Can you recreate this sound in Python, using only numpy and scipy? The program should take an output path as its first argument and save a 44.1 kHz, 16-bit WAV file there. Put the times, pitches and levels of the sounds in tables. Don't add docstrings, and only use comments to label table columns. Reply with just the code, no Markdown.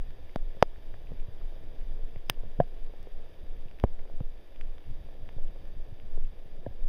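import sys
import numpy as np
from scipy import signal
from scipy.fft import rfft, irfft, next_fast_len
from scipy.io import wavfile
from scipy.ndimage import uniform_filter1d, map_coordinates

SR = 44100
rng = np.random.default_rng(int(sys.argv[2]) if len(sys.argv) > 2 else 0)


def voltage_ratio(decibels):
    exponent = np.asarray(decibels, float) / 20
    return 10 ** exponent


def pcm_store(signal):
    levels = np.round(np.clip(np.atleast_2d(signal), -1, 1) * 32767)
    wavfile.write(sys.argv[1], SR, levels.astype(np.int16).T)


N = 303408

# (time [s], level [dB])
RAIN_STRENGTH = [(0, -1.5), (.6, 0), (1.6, 1), (2.7, 0), (4.4, -1.5), (5.3, 0), (6.3, -1.5), (6.88, 0.5)]
# (frequency [Hz], level [dB])
DRUMMING_TONE = [(90, -27), (200, -6.5), (300, -2.5), (480, 0), (700, -5), (900, -15), (1300, -23),
                 (2500, -45.5), (6000, -120)]
# (frequency [Hz], level [dB])
PATTER_TONE = [(400, -16), (900, -5), (1300, -10.5), (1750, -9), (2900, -9), (3600, -5), (4800, -9.5),
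               (6000, -16), (7600, -17.5), (8300, -20), (10000, -16.5), (12000, -16), (15200, -15.5)]
# (frequency [Hz], width [Hz], level [dB])
PATTER_PEAKS = [(1747, 120, 6), (2350, 90, 3)]
# (time [s], peak level [dB])
SWINGS = [(0, -27), (.44, -26.5), (.69, -40), (.94, -36), (1.17, -28.5), (1.44, -30.5), (1.65, -42.5),
          (1.86, -28.5), (2.02, -27.5), (2.23, -38.5), (2.42, -30.5), (2.59, -33.5), (2.83, -29.5),
          (3.14, -32.5), (3.54, -32), (3.67, -42.5), (3.951, -25), (4.218, -25.5), (4.661, -28.5),
          (4.96, -31.5), (5.25, -37), (5.439, -24.5), (5.65, -45), (5.79, -35.5), (6.188, -21),
          (6.57, -33.5), (6.859, -23)]
# (frequency [Hz], level [dB])
SWAY_TONE = [(3, -21.5), (8, 6), (14, 12), (21, 0), (28, -13), (40, -30.5), (60, -46.5), (150, -140)]
# (time [s], level [dB])
BREEZE = [(0, -47.5), (.5, -54.5), (1.1, -50), (1.9, -51), (2.2, -52), (2.7, -52.5), (3.4, -53),
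          (3.95, -49.5), (4.3, -56), (4.9, -49), (5.5, -47.5), (5.85, -51), (6.22, -46.5), (6.5, -53),
          (6.7, -44.5), (6.88, -58)]
# (frequency [Hz], level [dB])
BUFFET_TONE = [(15, -27), (30, -7), (50, -7), (80, -13.5), (150, -21.5), (300, -33), (600, -73),
               (1500, -130)]
# (rate [1/s], frequency [Hz], t60 [ms])
CIRCUIT = (59.94, 8150, 5)
# (time [s], peak level [dB], frequency [Hz])
TAPS = [(0.0426, -50, 465), (0.5496, -49, 493), (0.571, -41.5, 510), (0.9429, -42, 664), (1.119, -38, 453),
        (1.285, -46, 557), (1.525, -46, 524), (1.9664, -44, 411), (1.993, -46, 477), (2.1602, -41, 536),
        (2.375, -45, 470), (2.4058, -47.5, 580), (2.436, -40, 480), (2.4503, -55, 505), (2.8972, -46, 494),
        (2.938, -43, 524), (3.0721, -37, 435), (3.2002, -46, 540), (3.856, -41, 432), (3.992, -48, 496),
        (4.055, -43, 510), (4.0996, -39, 580), (4.5233, -49.5, 516), (5.088, -43, 565),
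        (5.1289, -46.5, 465), (5.292, -46, 690), (5.3846, -39, 547), (5.5609, -43.5, 546),
        (6.177, -35, 426)]
# (time [s], peak level [dB], frequency [Hz], life [cycles])
TICKS = [(0.295, -48, 2100, 9.3), (0.6131, -55, 1720, 14), (0.7605, -49, 1750, 10), (0.941, -44, 1730, 8.2),
         (1.071, -51.5, 2540, 15), (1.1735, -56, 2330, 10.7), (1.2, -49.5, 2600, 12),
         (1.814, -49, 2050, 6.1), (2.1604, -42, 2100, 5.2), (2.1782, -56, 2400, 5), (2.3436, -51, 2900, 11),
         (2.6135, -49, 1840, 12), (2.636, -53, 2910, 8.4), (3.2236, -52, 2840, 6.5),
         (3.5686, -54, 2540, 6.4), (3.685, -50, 2710, 14), (3.713, -41.5, 2480, 3.1),
         (3.7884, -47, 2130, 7.9), (3.7998, -31.5, 2940, 2.8), (3.993, -43.5, 1990, 5.2),
         (4.0769, -47.5, 2630, 4), (4.561, -42, 2820, 3.8), (4.6119, -32.5, 2240, 4.2),
         (4.7823, -44.5, 3380, 11), (4.841, -52, 2230, 6), (5.2906, -35, 2150, 3.1), (5.481, -52, 3200, 11),
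         (6, -42.5, 2650, 4.8), (6.252, -50.5, 2950, 6)]
SPLASH_TIMES = [.3595, .626, .6292, 1.5445, 2.266, 2.2849, 2.2984, 2.602, 3.0292, 3.2547, 3.569, 3.7995,
                3.8378, 4.2043, 4.6122, 4.7825, 5.2903]
# (peak level [dB], length [ms], tilt [dB per octave])
SPLASHES = [(-25, .67, -9), (-14, .3, 0), (-25, .7, -9), (-56, .5, 0), (-47, .5, -1), (-47, .5, 0),
            (-3, 1.8, 2), (-32.5, 4, 6), (-35, .5, 5), (-52, .5, 12), (-52, .5, -6), (-38, .45, 6),
            (-33.5, 3.4, 2.5), (-44, 1.4, -8), (-44.5, .54, 0), (-43, .4, -18), (-44, .4, -24.5)]
# (frequency [Hz], level under the splash [dB], t60 [ms])
SHELL_MODES = [(5370, -8.5, 2.5), (8300, -14.5, 2), (10500, -28, 0.78), (13600, -18, 1.5)]
# (frequency [Hz], level [dB], t60 [ms], swell [ms], # side of the node
# [+1 or -1], travel from the struck spot [ms]); the tables below share these columns
FLAP = [(173, -2.5, 12, .15, 1, 1.1), (643, -0.5, 10.5, .03, -1, 0.24), (1530, -11, 0.72, .04, 1, 0.014)]
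TAUT = [(194, -22, 15, .33, -1, 0), (427, -8, 8.9, 1.23, 1, 0.21), (795, -5.5, 3.8, 0.39, -1, .5),
        (1007, 0, 2.5, 0.037, -1, .3)]
LEAF = [(1200, 0, 8, .3, 1, 0)]
RIM = [(119, -24, 53, .15, 1, 0.35), (800, -19.5, 5.9, .17, -1, 0), (1770, -29, 28, .09, 1, .9),
       (3110, 0, 2, 0.008, -1, .3), (3700, -16, 5, .05, -1, .3), (1450, -18, 4, .05, -1, 0.295)]
LOOP = [(130, 0, 16, 1.5, 1, 0)]
HOLLOW = [(146, -6.5, 39, .36, 1, 2.2), (266, -9.5, 12, 1.2, -1, 0), (590, 0, 9.9, 1.6, -1, .5),
          (710, -10.5, 54, 0.15, -1, 1), (1030, -21, 14, .8, 1, .6), (1680, -22, 12, 0.65, 1, 0.5),
          (2400, -33, 6, .3, -1, 1), (3200, -32, 7.9, .3, 1, 2)]
SLACK = [(53, -14.5, 94, 1.3, 1, -1.8), (138, -12.5, 25, .26, 1, 1.7), (320, 0, 3.4, 1.9, 1, 1.224),
         (935, -9.5, 4.2, .22, 1, 0.23), (1850, -25, 3.8, .02, 1, 1.195), (2670, -32, 2.1, 0.069, 1, .6)]
FOLD = [(154, 0, 7.8, .62, -1, 0.0094)]
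SAG = [(121, 0.5, 25, 0.59, -1, 4), (450, -16, 15, .18, -1, 6.5), (540, -11, 4.3, .03, 1, 0)]
HEM = [(101, -4, 95, 1.5, 1, 6), (242, -1.5, 24, 0.56, 1, 2.2), (564, 0.5, 16, 1.3, 1, 1),
       (713, -10, 38, 1, 1, 0.5), (880, -14, 10, 1, -1, -.5), (1700, -20.5, 12, 1.5, 1, -1.5)]
PANELS = [FLAP, TAUT, LEAF, RIM, LOOP, HOLLOW, SLACK, FOLD, SAG, HEM]
# (time [s], peak level [dB])
DRIPS = [
    (.3596, -19.5),
    (.6257, 1.5),
    (1.4135, -51.5),
    (2.2982, -8),
    (2.5895, -26),
    (2.6011, -10),
    (3.8384, -8),
    (3.8457, -16),
    (4.2046, -23),
    (6.663, -28.5),
]
# (time [s], peak level [dB], frequency [Hz])
THUMPS = [(0.573, -43, 100), (0.9427, -42, 78), (1.056, -48.5, 90), (1.122, -37, 138),
          (1.2889, -33.5, 91.5), (2.0442, -40.5, 86), (2.17, -33, 86.5), (2.4382, -38.5, 79.7),
          (3.661, -39, 108), (3.7966, -57, 60), (3.8905, -43, 61), (4.1436, -43.5, 140), (5.2481, -58, 101),
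          (5.317, -50, 90.5), (5.37, -33, 107), (5.4366, -47, 80), (5.9282, -35, 94), (6.1856, -38, 104.6),
          (6.2467, -58, 112), (6.46, -44, 115), (6.5933, -42, 119)]
# (frequency [Hz], width [Hz])
PORTS = [(4180, 1000), (8800, 400), (12580, 330), (15850, 360)]
# (frequency [Hz], width [Hz], level [dB])
SHADOW = (7600, 800, -11)
# (frequency [Hz], level change above the edge [dB])
EQ_STEPS = [(4975, -5.5), (8500, -2), (15850, -12)]

DRUMMING_DB, PATTER_DB = -59, -63.5
PATTER_FOLLOWS, PATTER_FADES_DB = 0.28, 1.5
PATTER_TOP_HZ, TOP_HZ = 15350, 16800
SWING_S, STILL_DB = 0.077, -38
SPRAY_HZ = 2500
ANSWER_DB = -34
EDGE_HZ = 5


def unit(x):
    return x / np.sqrt(np.mean(x ** 2) + 1e-20)


def along(points, hz):
    f, v = np.transpose(points)
    return np.interp(np.log(hz + 1), np.log(f + 1), v)


def automation(rows):
    s, db = np.transpose(rows)
    return np.interp(np.arange(N) / SR, s, db)


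def wobble(rate):
    knots = rng.standard_normal(int(N * rate / SR) + 4)
    return map_coordinates(knots, [np.arange(N) * rate / SR])


def filtered(x, response):
    m = next_fast_len(N + SR // 2)
    return irfft(rfft(x, m) * response(np.fft.rfftfreq(m, 1 / SR)), m)[..., :N]


def rings(s, gain, hz, t60, contact, size):
    t = np.arange(size) / SR
    s, gain, hz, t60, contact = (np.reshape(v, (-1, 1)) for v in (s, gain, hz, t60, contact))
    decay = voltage_ratio(-60 * t / t60)
    onset = 1 - np.exp(-t / contact)
    shape = decay * onset * np.sin(2 * np.pi * hz * t)
    shape = gain * shape / np.abs(shape).max(axis=1, keepdims=True)
    at = np.clip(np.round(s * SR).astype(int), 0, N) + np.arange(size)
    return np.bincount(at.ravel(), shape.ravel(), N + size + 1)[:N]


def shower(count, spread_db):
    draw = rng.random((count, 3))
    sizes = voltage_ratio(-spread_db * np.log(1 - draw[:, 1])) * np.sign(draw[:, 2] - .5)
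    return unit(np.bincount((draw[:, 0] * N).astype(int), sizes, N))


def rain():
    strength_db = automation(RAIN_STRENGTH)
    drumming_db = DRUMMING_DB + strength_db + .8 * wobble(12)
    fade_db = PATTER_FADES_DB * np.arange(N) / N
    patter_db = PATTER_DB + PATTER_FOLLOWS * strength_db - fade_db + .4 * wobble(10)

    drumming = 0.8 * rng.standard_normal(N) + 0.61 * shower(count=7000, spread_db=2.0)
    drumming = unit(filtered(drumming, lambda hz: voltage_ratio(along(DRUMMING_TONE, hz))))

    def patter_colour(hz):
        peaks_db = sum(db / (1 + ((hz - c) / w) ** 2) for c, w, db in PATTER_PEAKS)
        return voltage_ratio(along(PATTER_TONE, hz) + peaks_db) * (hz < PATTER_TOP_HZ)

    patter = .85 * rng.standard_normal(N) + .45 * shower(count=9000, spread_db=2.8)
    patter = unit(filtered(patter, patter_colour))
    return voltage_ratio(drumming_db) * drumming + voltage_ratio(patter_db) * patter


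def air():
    t = np.arange(N) / SR
    swings = voltage_ratio(STILL_DB) + sum(voltage_ratio(db) * np.exp(-((t - s) / SWING_S) ** 2) for s, db in SWINGS)
    sway = filtered(rng.standard_normal(N), lambda hz: voltage_ratio(along(SWAY_TONE, hz)))
    swell = np.sqrt(np.abs(uniform_filter1d(sway ** 2, size=7000))) / np.std(sway)
    sway = unit(sway / (swell + .25))
    buffet = filtered(rng.standard_normal(N), lambda hz: voltage_ratio(along(BUFFET_TONE, hz)))
    buffet = unit(voltage_ratio(3.4 * wobble(23)) * buffet)
    return swings * sway + voltage_ratio(automation(BREEZE)) * buffet


def circuit(peak_db):
    rate, hz, t60_ms = CIRCUIT
    s = np.arange(.0007, N / SR, 1 / rate)
    same = np.ones(len(s))
    t60 = t60_ms / 1000 * same
    return rings(s, voltage_ratio(peak_db) * same, hz * same, t60, contact=t60 / 20, size=512)


def light_hits(s, db, hz, cycles, soft):
    push = np.sign(rng.standard_normal(len(s)))
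    start = s - (0.23 + soft) / hz
    return rings(start, push * voltage_ratio(db), hz, cycles / hz, soft / hz, size=4096)


def taps():
    return light_hits(*np.transpose(TAPS), cycles=6.7, soft=.15)


def leaf_ticks():
    s, db, hz, cycles = np.transpose(TICKS)
    return light_hits(s, db, hz, cycles, soft=cycles / 25)


def splashes():
    size = 1024
    out, t = np.zeros(N + size), np.arange(size) / SR
    hz = np.fft.rfftfreq(size, 1 / SR) + 20
    for s, (db, ms, tilt_db) in zip(SPLASH_TIMES, SPLASHES):
        front = 2 * (t == 0)
        spray = np.exp(-t * 2000 / ms) * (.4 * rng.standard_normal(size) - front)
        colour = voltage_ratio(tilt_db * np.log2(hz / SPRAY_HZ)) / (1 + (SPRAY_HZ / hz) ** 3)
        cepstrum = irfft(np.log(colour))
        cepstrum[1:512] *= 2
        cepstrum[513:] = 0
        burst = irfft(rfft(spray) * np.exp(rfft(cepstrum)))
        out[round(s * SR):][:size] += voltage_ratio(db) * burst / np.abs(burst).max()
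    return out[:N]


def shell():
    top_hz = SHELL_MODES[-1][0]
    rows = []
    for s, (db, _, tilt_db) in zip(SPLASH_TIMES, SPLASHES):
        pivot_hz = top_hz if tilt_db > 0 else SPRAY_HZ
        for hz, mode_db, t60_ms in SHELL_MODES:
            gain = voltage_ratio(db + mode_db + tilt_db * np.log2(hz / pivot_hz))
            rows.append((s, gain, hz, t60_ms / 1000, t60_ms / 30000))
    return rings(*np.transpose(rows), size=1024)


def drums():
    rows = []
    for panel, (s, db) in zip(PANELS, DRIPS):
        for hz, mode_db, t60_ms, swell_ms, side, travel_ms in panel:
            gain = side * voltage_ratio(db + mode_db)
            rows.append((s + travel_ms / 1000, gain, hz, t60_ms / 1000, swell_ms / 1000))
    return rings(*np.transpose(rows), size=4096)


def cover_answer(near):
    t = np.arange(SR // 8) / SR
    answer = uniform_filter1d(rng.standard_normal(len(t)), size=9) * voltage_ratio(-60 * t / .03)
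    return voltage_ratio(ANSWER_DB) * signal.fftconvolve(near, answer / np.linalg.norm(answer))[:N]


def footsteps():
    return light_hits(*np.transpose(THUMPS), cycles=3.5, soft=0.27)


def scene():
    bed = rain() + air() + circuit(peak_db=-66)
    near = taps() + leaf_ticks() + splashes() + shell() + drums()
    return (bed + near + cover_answer(near) + footsteps())[None]


def band_limit(x):
    return signal.sosfilt(signal.butter(12, 16780, fs=SR, output="sos"), x)


def record(dry):
    def microphone(hz):
        ports = np.prod([(c * c - hz * hz) / (c * c - hz * hz + 1j * hz * w) for c, w in PORTS], axis=0)
        dip_hz, width_hz, dip_db = SHADOW
        return ports * voltage_ratio(dip_db * np.exp(-((hz - dip_hz) / width_hz) ** 2))

    def equaliser(hz):
        bands_db = sum(db * (.5 + .5 * np.tanh((hz - edge) / EDGE_HZ)) for edge, db in EQ_STEPS)
        return voltage_ratio(bands_db) / (1 + (hz / TOP_HZ) ** 80)

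    mix = filtered(dry, lambda hz: microphone(hz) * equaliser(hz))
    return band_limit(np.clip(mix, -1, 1))


dry = scene()
out = record(dry)
pcm_store(out)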